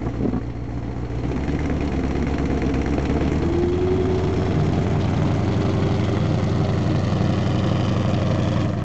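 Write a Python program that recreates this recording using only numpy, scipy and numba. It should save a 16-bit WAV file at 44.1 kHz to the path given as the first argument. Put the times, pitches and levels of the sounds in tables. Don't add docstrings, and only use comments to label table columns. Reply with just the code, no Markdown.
import sys
import numpy as np
from scipy import signal
from scipy.fft import rfft, irfft, next_fast_len
from scipy.io import wavfile
from scipy.ndimage import uniform_filter1d
from numba import njit

SR = 44100
rng = np.random.default_rng(int(sys.argv[2]) if len(sys.argv) > 2 else 0)


def materialize(psi):
    bounded = np.clip(np.atleast_2d(psi).T, -1, 1)
    quanta = np.round(bounded * 32767).astype(np.int16)
    wavfile.write(sys.argv[1], SR, quanta)


N = 389833

# t/s, firing rate/Hz
FIRING_RATE = [(0.0, 57.73), (1.17, 58.61), (1.61, 75.01), (1.81, 72.56), (1.99, 67.87), (2.31, 69.96),
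               (2.74, 65.18), (3.05, 68.73), (3.49, 79.58), (3.87, 86.61), (5.09, 90.89), (5.51, 93.49),
               (5.79, 92.51), (6.76, 92.1), (7.26, 93.69), (7.88, 96.45), (8.18, 93.86), (8.84, 92.21)]
# t/s, share seen from behind/0-1
VIEW_BEHIND = [(0, 0.06), (3.2, 0.01), (4.2, 0.45), (5.3, 0.71), (6.3, 0.92), (8.84, 1)]
# t/s, level re full pull/dB
EFFORT = [(0, -4), (.4, -7), (.6, -8), (1.1, -5), (1.35, -1.5), (1.9, -0.5), (2.9, 1), (3.3, 2), (3.7, -1),
          (4.3, 0.5), (5.9, 1), (6.4, 0.5), (8, 1), (8.63, .5), (8.72, -4), (8.84, -3.5)]
# puff/dB, puff lead/firing intervals, knock/dB, valve hiss/dB
SIDE_CYLINDERS = [(3, 0.21, 14, 8), (-1, 0.16, 9.5, 3.5), (2, 0.18, -4, -0.5), (0.5, 0.13, 3, 5.5),
                  (4, 0.17, 1.5, -7), (1, .25, 10.5, 8), (-1, .22, -12.5, -2.5), (-22.5, 0.74, -19, -23.5)]
REAR_CYLINDERS = [(.2, 0, 0, 1), (-4.3, .12, 1, 4), (-.1, .22, 2, 2), (-6.5, .03, -1, 1),
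                  (-4.2, .06, -2, -4), (1.7, .13, 6, 3), (-1.8, .14, 2, 4), (-3.6, .48, -6, -9)]
# f/Hz, width/Hz, level/dB, polarity/+-1
SIDE_PIPE = [(40.3, 14, 3.5, 1), (121.6, 16, -8, -1), (169, 81, -16, -1), (278.2, 24, -12.5, 1),
             (444, 280, -24.5, -1)]
REAR_PIPE = [(159.6, 16, 1.8, -1), (98.6, 208, -3.4, 1), (203.5, 28, -1.5, -1), (241.6, 21.9, -4.6, -1),
             (277.3, 35, -10, -1), (329.2, 25.8, -10.6, -1), (306.3, 16, -6.5, -1), (515.6, 21.4, -4.8, 1),
             (631.3, 69, -11.8, -1)]
# f/Hz, relative gain/dB
SIDE_COLOUR = [(71, -47.5), (120, -1.5), (221, -9), (274, -4.5), (400, -16), (453, -12), (572, -20),
               (723, -18), (981, -20), (2050, -11.5), (4280, -40), (4760, -41), (5600, -36), (7330, -41),
               (8770, -59), (11400, -99), (19300, -120)]
REAR_COLOUR = [(71, -36.5), (120, -3), (198, -12), (269, -17.5), (305, -15.5), (393, -17), (450, -17.5),
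               (523, -20.5), (750, -20), (929, -21), (1170, -19.5), (1540, -21), (3270, -24), (6820, -33),
               (8770, -50.5), (11400, -109), (19300, -120)]
# f/Hz, width/Hz, boost/dB
SIDE_PANELS = [(290.6, 1.8, 5), (684, 83, 2.5), (1650, 360, -2), (3640, 120, -1), (4210, 300, 10.5),
               (5340, 200, 4)]
REAR_PANELS = [(3850, 280, 1.5)]
# f/Hz, side level/dB, rear level/dB, t60/s
BLOCK_MODES = [(1050, 0, -12.5, 0.017), (1600, 4.5, -7.5, 0.012), (1715, 2.5, -8, 0.022),
               (1944, -2.5, -4.5, 0.028), (2094, 3, -12.5, 0.025), (2453, -1, 0, 0.025),
               (2900, -14, 4, 0.0035), (3330, -24.5, -9, 0.0043), (3565, -11, -4, 0.036),
               (3850, -10, -10.5, 0.028), (4260, -2, -9, 0.016), (4700, -9, -6.5, 0.022),
               (5750, -4, -11, 0.028)]
# t/s, level/dB
CLACK_LEVEL = [(0, -57), (.5, -67), (1.1, -58), (1.4, -41.5), (2.1, -42.5), (2.9, -39.5), (3.3, -45),
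               (3.7, -57.5), (4.2, -81), (5.1, -60), (5.9, -64), (6.9, -50), (7.5, -42.5), (8.6, -43.5),
               (8.72, -70)]
# t/s, strength/dB, brightness/dB
BUMPS = [(0.062, -13.5, -0.5), (0.068, -10, -5), (0.207, -14, -15), (0.221, -14, -17), (0.232, -8.5, -17),
         (0.247, -9, -20), (0.254, -7, -16), (0.257, -4.5, -23), (0.284, -7, -24), (0.332, -11.5, -5),
         (0.344, -13, -5), (0.362, -11, -4), (0.378, -14.5, -5)]
# f/Hz, level/dB, t60/s
BUMP_MODES = [(183, -9, 0.03), (246, 5.5, 0.044), (329, 3, 0.023), (403, -3, 0.028), (520, -10, 0.019),
              (720, -6.5, 0.066), (895, -3.5, 0.024), (1134, -11, 0.078), (1380, -9, 0.022),
              (1670, -12.5, 0.026)]
# t/s, level/dB
WHINE_LEVEL = [(0, -76.5), (2.5, -67.5), (2.7, -35), (3.05, -31.5), (3.36, -42), (3.46, -21.5), (4.1, -22),
               (4.4, -29), (4.7, -32), (5.2, -34.5), (5.8, -30.5), (7, -35), (8, -44.5), (8.84, -66)]
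BARK_CYLINDERS_DB = [-19.5, -5.5, -7, -17.5, -18, 1, -8, -14]
# f/Hz, width of each of two equal resonances/Hz
PLATES = [(152, 7.9), (312, 18), (527, 37), (625, 53), (700, 26)]
# t/s, level/dB for each plate
PLATE_LEVELS = [(0, -60, -64.5, -55, -65, -59), (4, -43, -53, -58, -53, -47),
                (4.6, -22.5, -35.5, -58, -50, -38.5), (5.3, -31, -39, -50.5, -43, -49),
                (6.1, -28, -34.5, -47.5, -54, -60.5), (6.998, -33.5, -32.5, -48, -38, -43),
                (7.6, -34, -50, -43, -53, -40), (8.099, -43, -45, -34.5, -37, -41),
                (8.6, -36, -60, -35, -35, -51), (8.75, -49, -52, -53, -40, -39.5)]
# f/Hz, width of each of two equal resonances/Hz
CLATTER_BANDS = [(1150, 300), (1850, 260), (2020, 160), (3040, 330), (3300, 300), (4380, 380), (4950, 380),
                 (5350, 380)]
# t/s, level/dB for each band
CLATTER_LEVELS = [(0, -63.5, -74.5, -62, -77, -83, -67, -88, -81.5),
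                  (4, -64.5, -58.5, -61.5, -64, -51, -63, -74, -66),
                  (4.4, -66, -67, -60.5, -67, -52, -73, -71, -53),
                  (5, -67, -57, -53, -52, -55.5, -67, -67, -70),
                  (5.5, -56, -63, -53, -57, -53, -52.5, -67, -76),
                  (6.1, -49, -57, -46, -56, -46, -55, -64, -68),
                  (6.7, -49, -48, -54, -58, -59, -52, -69, -66.5),
                  (7.2, -45, -45.5, -61, -47, -66, -50.5, -56, -69),
                  (7.798, -38, -50, -64, -42.5, -58, -66, -51, -66),
                  (8.6, -41.5, -51, -67, -53.5, -44, -64, -69, -55),
                  (8.75, -42, -49, -64, -61, -63, -74, -75, -77)]
# t/s, f/Hz, share cancelled/0-1
DIPS = [
    [(0, 600, 0.55), (3.0, 590, 0.65), (3.7, 526, 0.8), (4.5, 526, .7), (5.2, 475, 1), (6.4, 437, 0.88),
     (8.84, 440, 0.6)],
    [(0, 950, 0), (5.5, 950, 0.17), (6.5, 900, 0.52), (8.84, 830, 0.73)],
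    [(0, 1800, 0), (4.8, 1830, 0.32), (5.6, 1750, .55), (7, 1600, 0.86), (8.84, 1440, .6)],
    [(0, 2580, 0.15), (5, 2580, 0), (5.8, 2470, 0), (7, 2270, 0.66), (8.84, 2120, 0.3)],
    [(0, 4200, 0.04), (7, 4150, 0), (7.8, 4030, 0.4), (8.84, 3730, 0.4)],
]
DIP_WIDTHS_HZ = (70.4, 150, 262, 258, 350)

# side/dB, rear/dB, dB per dB of effort
EXHAUST_DB, RUMBLE_DB, KNOCK_DB = (-21, -19.5, 0.65), (-23.5, -27, 1.2), (-43.5, -38.5, 1.27)
SIZZLE_DB = (-1.14, -6.06, 0.077)
SHARPNESS = (.4, 1, 0.074)   # side, rear, rise per dB of effort; limited to 0-1
BARK_DB, BARK_BAND_HZ = -37, (250, 1144)
SIDE_SILENCER_HZ, REAR_SILENCER_HZ = 380, 390
KNOCK_SCATTER_DB = 2.0
RUMBLE_FOLLOWS_KNOCK = .5
HISS_SMOOTH_S, AIR_SMOOTH_S = 0.0087, 0.0039
TEETH_PER_FIRING = 4.25
MIC_LOW_CUT_HZ, MIC_ROLLOFF_HZ, MIC_STOP_HZ = 67.6, 7800, 9150
MIC_OFFSET = .012


def amp(db):
    return 10 ** (np.asarray(db) / 20)


def in_time(rows):
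    s, *columns = np.transpose(rows)
    return [np.interp(np.arange(N) / SR, s, c) for c in columns]


def evened(x, seconds=0.47):
    span = int(seconds * SR)
    power = uniform_filter1d(uniform_filter1d(x ** 2, size=span), size=span)
    return x / np.sqrt(power + 1e-20)


def filtered(x, response):
    padded = next_fast_len(N + SR)
    hz = np.arange(padded // 2 + 1) * SR / padded + 1e-3
    return irfft(rfft(x, padded) * response(hz), padded)[:N]


def resonance(hz, centre_hz, width_hz):
    return 1j * hz * width_hz / (centre_hz ** 2 - hz ** 2 + 1j * hz * width_hz)


def causal(gain):
    cepstrum = irfft(np.log(gain + 1e-9))
    half = len(cepstrum) // 2
    folded = np.r_[cepstrum[0], 2 * cepstrum[1:half], np.zeros(len(cepstrum) - half)]
    return np.exp(rfft(folded))


def decaying(x, seconds):
    return signal.lfilter([1], [1, -np.exp(-1 / (seconds * SR))], x)


def drift(rate_hz):
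    knots = int(N / SR * rate_hz) + 2
    return np.interp(np.linspace(0, knots - 1, N), np.arange(knots), rng.standard_normal(knots))


def firings(count, level_db, lead, scatter_db, jitter):
    stroke = np.arange(1, int(count[-1]))
    chance = rng.standard_normal((len(stroke), 2))
    due = stroke - np.asarray(lead)[stroke % 8] + jitter * chance[:, 0]
    at = np.minimum(np.searchsorted(count, due), N - 1)
    clicks = np.zeros(N)
    np.add.at(clicks, at, amp(np.asarray(level_db)[stroke % 8] + scatter_db * chance[:, 1]))
    return clicks


def exhaust(count, cylinders, pipe, silencer_hz):
    puff_db, lead = np.transpose(cylinders)[:2]
    puffs = firings(count, puff_db, lead, scatter_db=.8, jitter=.012)
    rounded = filtered(puffs, lambda f: 1 / (1 + (f / silencer_hz) ** 4))

    def pipe_response(f):
        return sum(amp(db) * np.sign(sign) * resonance(f, hz, width) for hz, width, db, sign in pipe)

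    return evened(filtered(rounded, pipe_response))


def knock(count, cylinders, colour, panels, sharpness, sizzle_db, punch, floor_hz):
    hz_points, db_points = np.transpose(colour)
    knock_db, hiss_db = np.transpose(cylinders)[2:]
    sharp = np.clip(sharpness, 0, 1)

    def hull(f):
        boost = sum(db * abs(resonance(f, hz, width)) ** 2 for hz, width, db in panels)
        return causal(amp(np.interp(np.log(f), np.log(hz_points), db_points) + boost))

    def burst(level_db, fast_s, slow_s, steady, step, smooth_s=0, scatter_db=KNOCK_SCATTER_DB):
        blows = firings(count, level_db, np.full(8, .02), scatter_db=scatter_db, jitter=.012)
        crack = evened(decaying(blows, fast_s))
        blowdown = evened(decaying(blows, slow_s))
        gate = sharp * crack + 0.35 * (1 - sharp) * blowdown + steady
        gate = uniform_filter1d(gate, size=int(smooth_s * SR) + 1)
        return gate * rng.standard_normal(N) - step * evened(blows)

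    rumble = filtered(burst(RUMBLE_FOLLOWS_KNOCK * knock_db, 0.0065, 0.0047, 0.93, punch),
                      lambda f: hull(f) / (1 + (f / 900) ** 4) / (1 + (floor_hz / f) ** 6))
    middle = filtered(burst(knock_db, 0.01, 0.011, 0.55, 0.16),
                      lambda f: hull(f) / (1 + (900 / f) ** 4) / (1 + (f / 2700) ** 6))
    top = filtered(burst(hiss_db, 0.0041, 0.02, 0.29, 0.046, HISS_SMOOTH_S, scatter_db=5.0),
                   lambda f: hull(f) / (1 + (2700 / f) ** 6) / (1 + (f / 5600) ** 8))
    air = filtered(burst(hiss_db, 0.0042, 0.02, 0.51, 0.03, AIR_SMOOTH_S, scatter_db=3.5),
                   lambda f: hull(f) / (1 + (5600 / f) ** 8))
    return evened(rumble), evened(middle) + amp(sizzle_db) * evened(top + air)


def clack(count, behind):
    out = 0
    for hz, side_db, rear_db, t60_s in BLOCK_MODES:
        column = 3 if hz > 2700 else 2
        side, rear = (firings(count, 1.3 * np.transpose(c)[column], np.full(8, .02), scatter_db=4.0, jitter=.03)
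                      for c in (SIDE_CYLINDERS, REAR_CYLINDERS))
        blows = (1 - behind) * amp(side_db) * side + behind * amp(rear_db) * rear
        r, w = amp(-60 / (t60_s * SR)), 2 * np.pi * hz / SR
        out = out + signal.lfilter([0, np.sin(w)], [1, -2 * r * np.cos(w), r * r], blows)
    return evened(out)


def bumps():
    out, t = np.zeros(N), np.arange(SR // 4) / SR
    soft_contact = 1 - np.exp(-t / 0.0012)
    strengths = rng.standard_normal((len(BUMPS), len(BUMP_MODES)))
    for (s, strength_db, bright_db), chance in zip(BUMPS, strengths):
        at = round(s * SR)
        for (hz, db, t60_s), luck in zip(BUMP_MODES, chance):
            tilt_db = bright_db * np.clip(hz / 500 - .8, 0, 1)
            level_db = strength_db + db - 6 + 1.2 * luck + tilt_db
            out[at:at + len(t)] += amp(level_db - 60 * t / t60_s) * np.sin(2 * np.pi * hz * t) * soft_contact
    return out


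def gear_whine(firing_hz):
    level_db, = in_time(WHINE_LEVEL)
    turn = 2 * np.pi * np.cumsum(TEETH_PER_FIRING * firing_hz) / SR
    return np.sqrt(2) * amp(level_db + 2.0 * drift(25)) * np.sin(turn + 0.4 * drift(30))


def bark(count):
    edges = firings(count, BARK_CYLINDERS_DB, np.full(8, -.03), scatter_db=1.2, jitter=.008)
    band = signal.butter(2, BARK_BAND_HZ, "band", fs=SR, output="sos")
    return -evened(signal.sosfilt(band, edges + 1e-18))


def shaken(count, resonances, levels, stroke_db, scatter_db, jitter, rattle_s):
    out = 0
    for (hz, width), db in zip(resonances, in_time(levels)):
        shakes = firings(count, stroke_db, np.zeros(8), scatter_db, jitter)
        if rattle_s:
            shakes = decaying(shakes, rattle_s) * rng.standard_normal(N)
        out = out + amp(db) * evened(filtered(shakes, lambda f: resonance(f, hz, width) ** 2))
    return out


def plates(count):
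    knock_db = np.transpose(REAR_CYLINDERS)[2]
    return shaken(count, PLATES, PLATE_LEVELS, knock_db, scatter_db=2.0, jitter=.09, rattle_s=0)


def reflected_clatter(count):
    hiss_db = np.transpose(REAR_CYLINDERS)[3]
    return shaken(count, CLATTER_BANDS, CLATTER_LEVELS, hiss_db, scatter_db=1.5, jitter=.04, rattle_s=.006)


@njit
def sliding_dip(x, hz, share, r, rate):
    out, y1, y2 = x.copy(), 0., 0.
    for i in range(2, len(x)):
        y = (1 - r * r) / 2 * (x[i] - x[i - 2]) + 2 * r * np.cos(2 * np.pi * hz[i] / rate) * y1 - r * r * y2
        y1, y2 = y, y1
        out[i] -= share[i] * y
    return out


def ground(x):
    for curve, width_hz in zip(DIPS, DIP_WIDTHS_HZ):
        hz, share = in_time(curve)
        x = sliding_dip(x, hz, np.clip(share, 0, 1), np.exp(-np.pi * width_hz / SR), SR)
    return x


def scene():
    firing_hz, = in_time(FIRING_RATE)
    count = np.cumsum(firing_hz) / SR
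    effort_db, = in_time(EFFORT)
    clack_db, = in_time(CLACK_LEVEL)
    behind, = in_time(VIEW_BEHIND)
    behind = np.clip(behind, 0, 1)
    rear, side = np.sqrt(behind), np.sqrt(1 - behind)
    exhaust_db, rumble_db, knock_db, sizzle_db, sharpness = (
        (1 - behind) * a + behind * b + follows * effort_db
        for a, b, follows in (EXHAUST_DB, RUMBLE_DB, KNOCK_DB, SIZZLE_DB, SHARPNESS))

    side_pipe = exhaust(count, SIDE_CYLINDERS, SIDE_PIPE, SIDE_SILENCER_HZ)
    rear_pipe = exhaust(count, REAR_CYLINDERS, REAR_PIPE, REAR_SILENCER_HZ)
    pipe = evened((1 - behind) * side_pipe + behind * rear_pipe)

    side_low, side_high = knock(count, SIDE_CYLINDERS, SIDE_COLOUR, SIDE_PANELS, sharpness, sizzle_db,
                                punch=0.42, floor_hz=154)
    rear_low, rear_high = knock(count, REAR_CYLINDERS, REAR_COLOUR, REAR_PANELS, sharpness, sizzle_db,
                                punch=0.12, floor_hz=187.0)
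    hull = amp(rumble_db) * (side * side_low + rear * rear_low)
    hull = hull + amp(knock_db) * (side * side_high + rear * rear_high)
    hull = hull + amp(clack_db) * clack(count, behind)

    engine = amp(exhaust_db) * pipe + hull
    engine = engine + behind * amp(BARK_DB + effort_db) * bark(count)
    engine = engine + plates(count) + reflected_clatter(count)
    return (ground(engine) + gear_whine(firing_hz) + bumps())[None, :]


def record(dry):
    low_cut = signal.butter(2, MIC_LOW_CUT_HZ, "high", fs=SR, output="sos")
    rolloff = signal.butter(4, MIC_ROLLOFF_HZ, fs=SR, output="sos")
    top_cut = signal.cheby2(20, 60, MIC_STOP_HZ, fs=SR, output="sos")
    thin = signal.sosfilt(low_cut, dry)
    soft = signal.sosfilt(rolloff, 0.39 * np.tanh(thin / 0.41))
    return signal.sosfilt(top_cut, soft) + MIC_OFFSET


dry = scene()
out = record(dry)
materialize(out)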